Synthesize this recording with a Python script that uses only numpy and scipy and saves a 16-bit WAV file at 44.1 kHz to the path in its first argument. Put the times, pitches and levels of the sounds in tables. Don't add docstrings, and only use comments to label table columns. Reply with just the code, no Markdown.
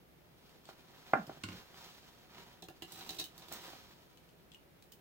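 import sys
import numpy as np
from scipy import signal
from scipy.fft import rfft, irfft
from scipy.io import wavfile

SR = 44100
rng = np.random.default_rng(int(sys.argv[2]) if len(sys.argv) > 2 else 0)


def store_pcm(level_fs):
    pcm = np.round(np.clip(level_fs, -1, 1) * 32767).astype(np.int16)
    wavfile.write(sys.argv[1], SR, np.atleast_2d(pcm).T)


N = 220759
RING_S = 0.25

# f/Hz, level/dB
AIR_SPECTRUM = [(15, -55), (25, -13.5), (96, -9.5), (169, -3.5), (204, -11), (399, -9.5), (445, -12),
                (582, -14), (1110, -23.5), (2300, -25), (7700, -38), (15500, -30.5)]
# f/Hz, gain/dB
LEFT_SHADE = [(100, -1.5), (1000, -2.5), (4000, 1.5), (6500, -3), (9500, -6.5), (15000, -24)]
# f/Hz, level/dB
SATIN_SPECTRUM = [(100, -10), (170, -1), (350, -6), (600, -5), (1050, -4), (2100, -10), (3700, -7.5),
                  (6000, -12), (9500, -22), (15500, -13.5)]
# f/Hz, level/dB
CREASE_SPECTRUM = [(150, -15), (400, -4), (800, 1), (1300, -3), (2000, -4), (4000, -12.5), (9000, -32)]
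# t of top speed/s, rise/s, fall/s, level/dB, brightness
ARM_STROKES = [(.47, 0.11, 0.69, -71.5, -.3), (.7, .02, 0.022, -62, 0.8), (1.09, 0.21, 0.45, -62, -0.3),
               (1.55, 0.075, 0.069, -55.5, -0.5), (1.839, 0.097, 0.11, -57.5, 0.8),
               (2.08, 0.13, 0.22, -66.5, 0.1), (2.38, 0.067, 0.13, -59, -0.86),
               (3.02, 0.13, 0.16, -57, -0.1), (3.42, 0.06, 0.071, -61.5, 0), (3.52, 0.014, 0.092, -53, 0),
               (3.64, 0.091, 0.21, -56.5, 0.5)]
# f/Hz, level/dB
TICK_SPECTRUM = [(2500, -19), (4000, -7.5), (6300, -1.5), (8200, -2.5), (9500, -9.5), (11000, -2.5),
                 (13000, -4.5), (15000, 2.5)]
# f/Hz, level/dB
CLACK_SPECTRUM = [(60, -18), (200, 9.5), (700, -10.5), (1400, -7), (2200, -3), (3000, 5.5), (4200, 2),
                  (6200, -5.5), (8500, -1.5), (11000, -22), (15000, -38.5)]
# t/s, level/dB, ring f/Hz, ring/dB, tick/dB
WHEEL_TICKS = [(0.493, -56, 2750, -6.5, -4), (0.6546, -48.5, 4400, -11, -12), (0.689, -50, 4300, -7, -6),
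               (1.268, -50, 5070, -1, 0), (1.743, -54.5, 3030, -4, -15), (4.173, -51, 2970, -9, -6.5),
               (4.29, -57.5, 2970, -7, -3.5), (4.518, -48, 3270, -6, -15), (4.5458, -52.5, 2890, 6, -5),
               (4.8238, -53, 3930, -2, 1.5), (4.9202, -54.5, 3580, -7, 10.5), (4.9243, -57.5, 3020, 2, 7)]
# f/Hz, level/dB, t60/s
SHELF_MODES = [(117, -12.5, 0.084), (161, -9, 0.083), (342.4, 0, 0.054), (392, -28, 0.015),
               (590, -11, 0.036), (765, -2, 0.041), (1044, -8, 0.028), (1715, -14, 0.071),
               (2140, -15, 0.012)]
# t/s, hold/s, level/dB
SHELF_DRAGS = [(2.902, 0.25, -52), (3.186, .015, -54.5), (3.51, .015, -52), (3.613, 0.033, -51)]
# ratio to ring f, level/dB, t60/s
SHELL_MODES = [(.68, -19, 0.1), (.755, -7.5, 0.025), (0.951, -0.5, 0.075), (1.075, 0, 0.021),
               (1.18, -10.5, 0.063), (1.36, -2.5, .03), (1.563, -2.5, 0.023), (1.94, -17, 0.022)]
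# t/s, level/dB, ring f/Hz, shelf thud/dB, tick/dB
CAR_CLICKS = [(2.623, -44.5, 4010, -8, 0), (2.6274, -47, 3460, -1, -8), (2.6851, -47, 2760, 2, 0),
              (2.822, -36, 2916, -7.5, -5), (2.921, -45, 3940, -18, 3.5), (3.009, -44, 4030, -8, -13),
              (3.0919, -33.5, 3985, -13.5, -4), (3.105, -37.5, 4000, -8.5, -2),
              (3.186, -36, 3820, -30, -13), (3.189, -33.5, 3980, -21, -6), (3.1957, -36, 4170, -8.5, -0.5),
              (3.1988, -28.5, 3936, -29, -8), (3.208, -46.5, 3950, 0.5, -6),
              (3.2403, -41.5, 3960, -35, 2.5), (3.379, -52, 3830, -3, 8.5), (3.421, -48, 3750, -9, -17),
              (3.4841, -47.5, 3420, -4, 1), (3.5243, -47.5, 3880, -5, 13)]
# f/Hz, level/dB, t60/s
LANDING_MODES = [(103, -6.5, 0.087), (152, -9.5, 0.088), (184, -7.5, 0.12), (293.5, -0.5, 0.059),
                 (1070, -7.5, 0.072), (1452, -4.5, 0.038), (2183, 1, 0.014), (2780, 3.5, 0.017),
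                 (3070, 0, 0.011), (3280, -19, 0.015), (4260, -16, 0.017), (4950, -18, 0.016),
                 (8600, -21, .015)]
# f/Hz, level/dB, t60/s
DESK_MODES = [(127, -25.5, 0.075), (300, -6, .025), (407, -12, 0.058), (607, 3, 0.017), (770, 2.5, 0.024),
              (1070, -10, 0.047), (1200, -11, 0.036), (1401, -10.5, 0.063), (1530, -17.5, 0.087),
              (1640, -13, 0.034), (1775, -14, 0.034), (2068, -13, 0.016), (2380, -23.5, 0.039),
              (2705, -26.5, 0.026)]
# t/s, level/dB, tilt/(dB/oct)
DESK_KNOCKS = [(0.6885, -42.5, 1.5), (1.1338, -13, 3), (1.276, -62, -13), (1.2941, -37.5, -4),
               (1.371, -53, -7), (1.741, -51.5, 5.5), (2.6851, -45, -1), (3.516, -42, 0.5),
               (3.547, -55, 11), (3.68, -52, -5.5), (3.732, -48.5, -5)]


def amp(db):
    return 10 ** (np.asarray(db) / 20)


def unit(x):
    return x / np.sqrt(np.mean(x ** 2))


def fade(t60_s):
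    return np.exp(-np.log(1000) * np.arange(int(RING_S * SR)) / SR / t60_s)


def swell(at_s, rise_s, hold_s, fall_s):
    t = np.arange(N) / SR - at_s
    return np.exp(np.minimum(t, 0) / rise_s - np.maximum(t - hold_s, 0) / fall_s)


def convolve(x, response):
    return signal.fftconvolve(x, response)[:len(x)]


def butter(x, order, hz, kind="low"):
    return signal.sosfilt(signal.butter(order, hz, kind, fs=SR, output="sos"), x)


def colour(x, points, size=4096):
    hz, db = np.transpose(points)
    bins_hz = np.maximum(np.fft.rfftfreq(size, 1 / SR), 1)
    gain = amp(np.interp(np.log(bins_hz), np.log(hz), db))
    cepstrum = irfft(np.log(gain))
    cepstrum[1:size // 2] *= 2
    cepstrum[size // 2 + 1:] = 0
    return convolve(x, irfft(np.exp(rfft(cepstrum))))


def add(track, at_s, sound):
    start = int(at_s * SR)
    track[:, start:start + sound.shape[1]] += sound[:, :N - start]


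def grains(per_s, spread_db):
    impulses = (rng.random(N) < per_s / SR) * rng.choice([-1, 1], N)
    return unit(impulses * amp(spread_db * np.minimum(rng.exponential(size=N), 3)))


def ring(modes, tilt_db_oct=0, scatter_db=0, apart_hz=2400):
    t = np.arange(int(RING_S * SR)) / SR
    out = 0
    for k, (hz, db, t60_s) in enumerate(modes):
        gain = amp(db + tilt_db_oct * np.log2(hz / 1000) + scatter_db * rng.standard_normal())
        skew_rad = min(hz / apart_hz, 1) * np.cos(k) * np.array([[1], [-1]])
        out = out + (-1) ** k * gain * np.sin(2 * np.pi * hz * t + skew_rad) * fade(t60_s)
    return out


def crack(spectrum, t60_s):
    decay = fade(t60_s)
    return np.array([unit(colour(noise, spectrum)) * decay
                     for noise in rng.standard_normal((2, len(decay)))])


def room(x, wet_db, t60_s=0.2, treble_t60_s=0.15, split_hz=3000, shared_hz=600,
         build_s=0.002, left_lag_s=0.0001):
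    t = np.arange(N) / SR
    left, right = np.broadcast_to(x, (2, N))
    direct = np.array([np.interp(t - left_lag_s, t, left), right])
    noise = rng.standard_normal((3, int(RING_S * SR)))
    shared_bass = butter(noise[2], 2, shared_hz)
    field = shared_bass + butter(noise[:2], 2, shared_hz, "high")
    low = butter(field, 1, split_hz)
    onset = 1 - fade(np.log(1000) * build_s)
    tails = (low * fade(t60_s) + (field - low) * fade(treble_t60_s)) * onset
    wet = [convolve(port, tail / np.linalg.norm(tail)) for port, tail in zip((left, right), tails)]
    return direct + amp(wet_db) * np.array(wet)


def air(noise_db=-65, hum_hz=62.2, hum_db=-79):
    mid, side = (colour(rng.standard_normal(N), AIR_SPECTRUM) for _ in range(2))
    side = colour(side, [(60, 0), (150, -6.5), (400, -4), (1000, 2.0), (3000, -0.5)])
    noise = np.array([mid + side, mid - side]) / np.std(mid)
    hum = np.sqrt(2) * np.sin(2 * np.pi * hum_hz * np.arange(N) / SR)
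    return amp(noise_db) * noise + amp(hum_db) * hum


def arm(stir_db=-80, stir_brightness=-0.5):
    moves = [(amp(db) * swell(at_s, rise_s, 0, fall_s), brightness)
             for at_s, rise_s, fall_s, db, brightness in ARM_STROKES]
    moves.append((amp(stir_db), stir_brightness))
    power = sum(gain ** 2 for gain, _ in moves)
    return 10 * np.log10(power), sum(gain ** 2 * brightness for gain, brightness in moves) / power


def sleeve(crease_db=-8, flutter_db=2, flutter_per_s=60, split_hz=2000, around_db=-2, around_hz=1200):
    level_db, brightness = arm()
    hiss = unit(colour(grains(per_s=6000, spread_db=3.5), SATIN_SPECTRUM))
    around = np.array([unit(colour(grains(per_s=6000, spread_db=2.5), SATIN_SPECTRUM))
                       for _ in range(2)])
    hiss = hiss + amp(around_db) * butter(around, 1, around_hz, "high")
    creases = unit(colour(grains(per_s=90, spread_db=0.5), CREASE_SPECTRUM))
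    low = butter(hiss, 1, split_hz)
    flutter = np.interp(np.arange(N) / SR * flutter_per_s, np.arange(N), rng.standard_normal(N))
    cloth = low * amp(-2 * brightness) + (hiss - low) * amp(2 * brightness) + amp(crease_db) * creases
    return room(cloth * amp(level_db + flutter_db * flutter), wet_db=-6) * amp(3)


def wheels(ring_t60_s=0.023, clack_db=-3, rebound_db=-7, rebound_s=(0.0014, 0.024)):
    out = np.zeros((2, N))
    for at_s, db, hz, ring_db, tick_db in WHEEL_TICKS:
        edge = amp(clack_db) * crack(CLACK_SPECTRUM, 0.015) + amp(tick_db) * crack(TICK_SPECTRUM, 0.024)
        add(out, at_s, amp(db) * (ring([(hz, ring_db, ring_t60_s)]) + edge))
        add(out, at_s + rng.uniform(*rebound_s), amp(db + rebound_db) * edge)
    return room(out, wet_db=-3)


def drag(rise_s=0.022, fall_s=0.041, ring_hz=3960, clack_db=-4, shelf_db=-8):
    push = sum(amp(db) * swell(at_s, rise_s, hold_s, fall_s) for at_s, hold_s, db in SHELF_DRAGS)
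    blows = grains(per_s=420, spread_db=4) * push
    edge = amp(clack_db) * crack(CLACK_SPECTRUM, 0.037) + crack(TICK_SPECTRUM, 0.058)
    response = ring([(ring_hz, -6, 0.03)]) + amp(shelf_db) * ring(SHELF_MODES) + edge
    ports = [convolve(blows, port / np.linalg.norm(port)) for port in response]
    return room(np.array(ports), wet_db=-5.5) * amp(-1.5)


def clicks(ring_db=-7, ring_t60_s=0.036, shell_db=-10, clack_db=-10,
           rebound_db=-8, rebound_s=(0.0027, 0.018)):
    out = np.zeros((2, N))
    for at_s, db, hz, thud_db, tick_db in CAR_CLICKS:
        modes = [(ratio * hz, mode_db, t60_s) for ratio, mode_db, t60_s in SHELL_MODES]
        shell = ring(modes, scatter_db=3.5)
        body = ring([(hz, ring_db, ring_t60_s)]) + amp(shell_db) * shell
        tick = amp(tick_db + 4) * crack(TICK_SPECTRUM, 0.013)
        edge = tick + amp(clack_db) * crack(CLACK_SPECTRUM, 0.032)
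        thud = amp(thud_db - 1) * ring(SHELF_MODES, scatter_db=2)
        add(out, at_s, amp(db) * (body + edge + thud))
        for delay_s in rng.uniform(*rebound_s, size=2):
            add(out, at_s + delay_s, amp(db + rebound_db) * edge)
    return room(out, wet_db=-2.4)


def landing(at_s=1.4381, first_db=-35.5, first_flight_s=0.049, restitution=0.67, contacts=5,
            loss_db=7.5, first_tilt_db_oct=0.67, dulling_db_oct=1.5, wheel_lead_s=0.0024, wheel_db=-1.5):
    out = np.zeros((2, N))
    for k in range(contacts):
        db = first_db - loss_db * k
        tilt_db_oct = first_tilt_db_oct - dulling_db_oct * k
        tick_gain, clack_gain = amp(-12 + 3 * tilt_db_oct), amp(-2 + tilt_db_oct)
        wheel, edge = (tick_gain * crack(TICK_SPECTRUM, 0.023) + clack_gain * crack(CLACK_SPECTRUM, 0.02)
                       for _ in range(2))
        add(out, at_s, amp(db) * (ring(LANDING_MODES, tilt_db_oct, scatter_db=1) + edge))
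        if k == 0:
            add(out, at_s - wheel_lead_s, amp(db + wheel_db) * wheel)
        at_s += first_flight_s * restitution ** k
    return room(out, wet_db=-3.5)


def boom(at_s=1.165, db=-37.5, from_hz=312, to_hz=148.8, sink_after_s=0.023, sink_s=0.012, third_db=-17):
    t = np.arange(N) / SR - at_s
    sunk = (1 + np.tanh((t - sink_after_s) / (2 * sink_s))) / 2
    hz = from_hz + (to_hz - from_hz) * sunk
    phase = 2 * np.pi * np.cumsum(hz) / SR
    phase -= phase[int(at_s * SR)]
    gain = amp(db) * swell(at_s, rise_s=0.0075, hold_s=0.031, fall_s=0.018)
    return room(gain * (np.sin(phase) + amp(third_db) * np.sin(3 * phase)), wet_db=-9)


def knocks(contact_band_hz=(60, 2300), tick_db=-44, clack_db=-35):
    out = np.zeros((2, N))
    for at_s, db, tilt_db_oct in DESK_KNOCKS:
        body = butter(ring(DESK_MODES, tilt_db_oct, apart_hz=2380), 4, contact_band_hz, "band")
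        edge = amp(tick_db) * crack(TICK_SPECTRUM, 0.015) + amp(clack_db) * crack(CLACK_SPECTRUM, 0.013)
        add(out, at_s, amp(db) * (body + amp(2 * tilt_db_oct) * edge))
    return room(out, wet_db=-5.5)


def scene():
    left, right = knocks() + boom() + landing() + clicks() + drag() + wheels() + sleeve()
    return np.array([colour(left, LEFT_SHADE), right]) + air()


def record(dry, ceiling=0.89, top_hz=15800):
    rounded = ceiling * np.tanh(dry / ceiling)
    return signal.sosfilt(signal.ellip(10, 0.2, 70, top_hz, fs=SR, output="sos"), rounded)


dry = scene()
out = record(dry)
store_pcm(out)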